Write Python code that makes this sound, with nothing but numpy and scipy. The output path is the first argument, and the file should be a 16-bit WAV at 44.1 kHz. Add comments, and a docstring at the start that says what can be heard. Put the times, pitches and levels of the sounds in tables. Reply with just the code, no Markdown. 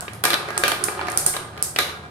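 """In a small, hard room, glass marbles run one by one down a plastic toy track stuck to a wall.
Over a low hum, they rumble along the chute, clack against the marbles waiting behind a toy duck
and knock into the bend, which makes the plastic ring. Early on the track groans under a hand;
later the row of marbles shoves the duck with a soft thud. The room echoes each knock and clack."""
import sys
import numpy as np
from scipy import signal
from scipy.fft import rfft, irfft, next_fast_len
from scipy.io import wavfile
from scipy.ndimage import map_coordinates

SR = 44100
rng = np.random.default_rng(int(sys.argv[2]) if len(sys.argv) > 2 else 0)


def master_out(mix):
    """Clip the mix to full scale and print it as 16-bit PCM to the path in sys.argv[1]."""
    frames = np.transpose(np.atleast_2d(mix))
    ceiling = np.clip(frames, -1, 1)
    pcm = np.round(ceiling * 32767).astype(np.int16)
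    wavfile.write(sys.argv[1], SR, pcm)


N = 92610
TIME = np.arange(N) / SR  # seconds into the scene
HIT_TIME = np.arange(SR * 3 // 4) / SR  # seconds since a hit


def amp(db):
    return 10 ** (np.asarray(db) / 20)


def unit_rms(x):
    return x / np.sqrt(np.mean(x ** 2) + 1e-20)


def unit_energy(x):
    return unit_rms(x) / np.sqrt(x.shape[-1])


def along(points, hz):
    """Read a curve of (Hz, value) points, with octaves evenly spaced."""
    point_hz, values = np.transpose(points)
    return np.interp(np.log(hz + 1), np.log(point_hz + 1), values)


def bell(hz, centre_hz, width_hz):
    """A resonance: a hump of height 1 around one pitch."""
    return 1 / (1 + ((hz - centre_hz) / width_hz) ** 2)


def add(out, start_s, x):
    """Mix x into out at a given time."""
    i = max(round(start_s * SR), 0)
    out[:, i:i + x.shape[1]] += x[:, :N - i]


def coloured(x, gain_db):
    """Turn each frequency of x up or down by gain_db(Hz)."""
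    size = 2 * next_fast_len(x.shape[-1] // 2 + 2048)
    cepstrum = irfft(np.log(amp(gain_db(np.fft.rfftfreq(size, 1 / SR)))), size)
    cepstrum[..., 1:size // 2] *= 2  # folded so that nothing rings before a hit
    cepstrum[..., size // 2 + 1:] = 0
    return irfft(rfft(x, size) * np.exp(rfft(cepstrum)), size)[..., :x.shape[-1]]


def paired(x):
    """Blend two unrelated signals as two close microphones hear them: alike in the bass."""
    # How alike left and right are. Each row: frequency in Hz, likeness (1 is identical).
    likeness = [(100, 0.91), (350, 0.79), (700, 0.7), (1300, 0.06), (4000, 0.037)]
    hz = np.fft.rfftfreq(x.shape[1], 1 / SR)
    angle = np.arccos(np.clip(along(likeness, hz), -1, 1)) / 2
    mid, side = irfft(rfft(x) * [np.cos(angle), np.sin(angle)], x.shape[1])
    return np.array([mid + side, mid - side])


def noise(samples=len(HIT_TIME)):
    return paired(rng.standard_normal((2, samples)))


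def wobble(per_s):
    """A smooth curve through per_s random values a second."""
    return map_coordinates(rng.standard_normal(int(N * per_s / SR) + 4), [TIME * per_s])


def room_tone():
    """Low, steady noise with a wavering hum."""
    # The background noise. Each row: frequency in Hz, gain in dB.
    air_colour = [(40, -36), (62, -3), (110, -1), (180, 0), (300, -8), (700, -7), (1500, -15),
                  (3000, -29.5), (8000, -36), (15000, -48)]
    # The tones of the hum. Each row: pitch in Hz, level in dB.
    hum_tones = [(82, -52.5), (112, -53.5), (146.5, -51)]
    air = unit_rms(coloured(noise(N), lambda hz: along(air_colour, hz)))
    hum = sum(amp(db + 2.8 * wobble(4.59)) * np.sqrt(2)
              * np.sin(2 * np.pi * hz * TIME + 0.62 * wobble(4.1)) for hz, db in hum_tones)
    return amp(-43.5) * air + hum


def rolling():
    """Tiny bumps shake the track and fill the room; the ringing shifts as the marbles travel."""
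    # The rumble's loudness. Each row: time in seconds, level in dB.
    loudness = [(0, -32.5), (.1, -43), (.22, -46.5), (.3, -29), (.46, -34.5), (.56, -30.5), (.7, -33),
                (.85, -31), (1.0, -30), (1.35, -32.5), (1.5, -41), (1.61, -36), (1.72, -49.5),
                (1.85, -36.5), (2.1, -44.5)]
    # The tone of the chute. Each row: frequency in Hz, gain in dB.
    chute_colour = [(80, -13.5), (280, -11.5), (380, 2), (490, -6.5), (700, -1.5), (950, -0.5), (1400, 2.5),
                    (2200, -11), (4000, -10.5), (6500, -23.5), (10000, -20.5), (15000, -49)]
    # Soft rolling stirs mainly the track's low notes. Each row: frequency in Hz, gain in dB.
    ring_tilt = [(420, -1), (700, -4.5), (1500, -6), (2400, -16)]
    bumps_per_s, spread_db, echo_db = 400, 5.5, -1
    bumps = (rng.random((2, N)) < bumps_per_s / SR) * np.sign(rng.standard_normal((2, N)))
    bumps *= amp(spread_db * np.minimum(rng.standard_normal((2, N)), 2))
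    shake = lambda response: signal.fftconvolve(bumps[:1], response, axes=1)[:, :N]
    rumble = paired(bumps) + amp(echo_db) * shake(room_echo())
    rumble = unit_rms(coloured(rumble, lambda hz: along(chute_colour, hz)))
    places = np.array([wobble(10) for _ in range(3)])  # drifting shares of three spots on the track
    ring = sum(share * shake(track_ring()) for share in places / np.linalg.norm(places, axis=0))
    ring = unit_rms(coloured(ring, lambda hz: along(ring_tilt, hz)))
    level_db = np.interp(TIME, *np.transpose(loudness)) + wobble(38.16)
    return amp(level_db) * unit_rms(rumble + ring)


def room_echo():
    """The hard walls throw sound back; the treble dies first."""
    # The echo's length. Each row: frequency in Hz, seconds to fade by 60 dB.
    fade_times = [(150, 0.56), (500, 0.54), (1400, 0.52), (3700, 0.46), (9000, 0.4), (15000, 0.31)]
    hz, t, spectrum = signal.stft(rng.standard_normal((2, len(HIT_TIME))), SR, nperseg=256)
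    fade = amp(-60 * t / along(fade_times, hz)[:, None])
    tail = signal.istft(spectrum * fade, SR, nperseg=256)[1][:, :len(HIT_TIME)]
    build_up = 1 - np.exp(-HIT_TIME / 0.0039)
    return unit_energy(paired(tail) * build_up)


def track_ring():
    """The track rings at its own notes, in a new balance for each spot touched."""
    # The track's notes. Each row: pitch in Hz, relative level in dB, seconds to fade by 60 dB.
    notes = [(349.8, -1.5, 0.24), (425.3, -1, 0.16), (574, 0, 0.13), (723, 1, 0.22), (789, -4.5, 0.14),
             (1208, 3.5, 0.24), (1233, 3, 0.099), (1408, -0.5, 0.14), (1482, 4, 0.078), (1638, 7.5, 0.15),
             (2000, -4, 0.28), (2318, 1.5, 0.12), (2348, 5, 0.19), (2626, -10, 0.51)]
    scatter_db = 1.8
    ring = sum(amp(db + scatter_db * rng.standard_normal() - 60 * HIT_TIME / fade_s)
               * np.sin(2 * np.pi * (hz * HIT_TIME + rng.random((2, 1)))) for hz, db, fade_s in notes)
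    return unit_energy(paired(ring))


def contact(burst, colour_db, left_db, echo_db):
    """One hit: a filtered burst, placed left or right, and its duller echo."""
    # The walls swallow the highest treble. Each row: frequency in Hz, gain in dB.
    dulling = [(9000, -0.5), (12000, 0.5), (15500, -5.5)]
    direct = unit_energy(coloured(burst, colour_db) * amp([[left_db / 2], [-left_db / 2]]))
    echo = unit_energy(coloured(room_echo(), lambda hz: colour_db(hz) + along(dulling, hz)))
    return direct + amp(echo_db) * echo


def clacks():
    """Glass meets glass: a sharp click with a tiny ping that runs through the row of marbles."""
    # Marble hits marble. Each row: start in seconds, relative level in dB, seconds before fading,
    # ping pitch in Hz, boost at that pitch in dB, left over right in dB.
    hits = [(.008, -24, 0.0003, 8270, 3.5, -2), (0.5778, -13, 0.0018, 8470, 7.5, -7),
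            (0.8393, -11, 0.001, 8950, 8, -14), (0.8411, -17, 0.0023, 9200, 4, -12),
            (1.1, -26, 0.0018, 8740, 13, -3), (1.118, -25, 0.0013, 8800, 7, -3),
            (1.1743, -6, 0.0016, 9120, 5.5, -6), (1.2629, -10.5, 0.00053, 8900, 10.5, -17),
            (1.264, -5.5, .0018, 8820, 9.5, -1.5), (1.6256, -9, 0.00094, 8360, 7, -1)]
    # The tone of glass. Each row: frequency in Hz, gain in dB.
    glass = [(200, -7), (400, -14.5), (1400, -7.5), (3000, -14), (5000, -3), (6600, -1.5), (9500, 2),
             (12000, -1), (15000, -15)]
    ping_db, fade_s = -9, 0.003
    out = np.zeros((2, N))
    for start_s, db, hold_s, ping_hz, boost_db, left_db in hits:
        ping = np.sqrt(2) * np.sin(2 * np.pi * ping_hz * HIT_TIME + np.array([[np.pi / 2], [0]]))
        fade = amp(-60 * np.maximum(HIT_TIME - hold_s, 0) / fade_s)
        burst = (noise() + amp(ping_db) * ping) * fade
        colour = lambda hz: along(glass, hz) + boost_db * bell(hz, ping_hz, width_hz=480)
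        add(out, start_s, 10 * amp(db) * contact(burst, colour, left_db, echo_db=-3.5))
    return out


def knocks():
    """A marble strikes plastic: a snap, a rattle that differs from spot to spot, and the track's ring."""
    # Marble hits track. Each row: start in seconds, relative level in dB, treble in dB, body in dB,
    # thin side wall's pitch in Hz, boost at that pitch in dB, ring and echo in dB, left over right in dB.
    hits = [(.081, -24, -18, 1.5, 3240, 1.5, -3.5, -6), (.134, -33, 13, 7, 4000, 0, 1.5, -16),
            (0.2388, -10.5, 7.5, 2, 4470, 2, 0.5, 0.5), (.2524, -8, 3.5, 3.5, 3220, -5, -2.5, -2),
            (.304, -13.5, -1.5, -17, 3570, 2, .5, -1), (0.3324, -12.5, -2, 3, 3940, 9.5, -2, 2),
            (0.3408, -9, -5, -3, 3860, 12.5, -10.5, 0), (.487, -22.5, -12.5, 2.5, 3400, -25, 1, 0),
            (.505, -21, -9, -1, 3420, -24, -4.5, -8), (.577, -17.5, 0, 4, 2380, -0.5, -7.5, -1),
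            (0.6367, -7.5, -5.5, -3.5, 3300, 3, 0, 2.5), (0.6803, -12, 7, 1, 4270, 2, -.5, -2.5),
            (.718, -13.5, -2.5, 1, 4160, 3, -1.5, -6), (.885, -18, -9, 7.5, 3500, -5, -4, 2.5),
            (0.993, -20, -31, 5, 3500, -15, -1, -2), (1.013, -18.5, -15, 8, 4140, 8, -6.5, 0),
            (1.07, -27.5, -10, -16, 3350, -11, 3, -5), (1.084, -18.5, -13, 4, 3180, -12, 0, -4),
            (1.339, -25.5, -21, 3, 3700, 4, 3, 3), (1.366, -18.5, 6.5, 10, 3950, 12, -6, -.5),
            (1.577, -31.5, -3, 6, 3600, 1, 1, 1), (1.762, -15.5, -4.5, -5, 3500, 5.5, -5.5, -4),
            (1.7875, -7.5, 0, -2, 3850, 5.5, 0, 2.5)]
    # The tone of the plastic shell. Each row: frequency in Hz, gain in dB.
    plastic = [(60, -29), (220, -5.5), (360, -3.5), (800, -1.5), (1450, 2.5), (2500, -1), (4200, -3.5),
               (6300, -10.5), (7700, -14), (9200, -7.5), (12000, -10.5), (15000, -24)]
    fade_s, snap_height, ring_db = 0.021, 4.7, -3
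    shell_hz = np.arange(0, SR / 2, 170)  # the shell has a random peak or dip at each of these
    out = np.zeros((2, N))
    for start_s, db, treble_db, body_db, wall_hz, wall_db, after_db, left_db in hits:
        burst = noise() * amp(-60 * HIT_TIME / fade_s)
        burst[[0, 1], [4, 0]] += snap_height  # reaches the left side 4 samples late
        ripple_db = 2.5 * np.sign(rng.standard_normal(len(shell_hz)))
        colour = lambda hz: (along(plastic, hz)
                             + along([(250, 0), (800, body_db), (3000, 0), (8500, treble_db)], hz)
                             + wall_db * bell(hz, wall_hz, width_hz=500)
                             + np.interp(hz, shell_hz, ripple_db))
        ring = amp(ring_db + after_db) * track_ring()
        add(out, start_s, 10 * amp(db) * (contact(burst, colour, left_db, echo_db=after_db) + ring))
    return out


def track_groan():
    """The track flexes under the hand: a low tone that swells quickly and fades."""
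    start_s, length_s, pitch_hz, level_db = 0.11, 0.19, 109.1, -40
    progress = np.clip((TIME - start_s) / length_s, 0, 1)
    swell = np.sin(np.pi * progress ** 0.36)
    tone = np.sqrt(2) * np.sin(2 * np.pi * pitch_hz * TIME + 0.52 * wobble(25))
    return amp(level_db) * swell * tone


def duck_thud():
    """The row of marbles shoves the toy duck: a soft, low bump."""
    start_s, level_db, rise_s, fade_s = 1.172, -29.5, 0.0033, 0.079
    colour = lambda hz: 40 * np.log10(bell(hz, centre_hz=230, width_hz=110) + 0.001)
    low_noise = unit_rms(coloured(noise(), colour))
    envelope = amp(level_db - 60 * HIT_TIME / fade_s) * (1 - np.exp(-HIT_TIME / rise_s))
    out = np.zeros((2, N))
    add(out, start_s, low_noise * envelope)
    return out


def scene():
    return room_tone() + rolling() + clacks() + knocks() + track_groan() + duck_thud()


def record(dry):
    """Each microphone has its own tone; the tallest peaks are rounded and the very top is cut off."""
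    # The balance of the microphones. Each row: frequency in Hz, left over right in dB.
    balance = [(300, 0), (600, 1.5), (1200, -2.5), (2200, -0.5), (4500, 0.5), (8500, -5), (13000, 9)]
    ceiling, hardness, top_hz = 1.14, 2.3, 15800
    heard = coloured(dry, lambda hz: along(balance, hz) * np.array([[0.5], [-0.5]]))
    rounded = heard / (1 + np.abs(heard / ceiling) ** hardness) ** (1 / hardness)
    below_top = np.fft.rfftfreq(2 * N, 1 / SR) < top_hz
    return irfft(rfft(rounded, 2 * N) * below_top)[:, :N]


dry = scene()
out = record(dry)
master_out(out)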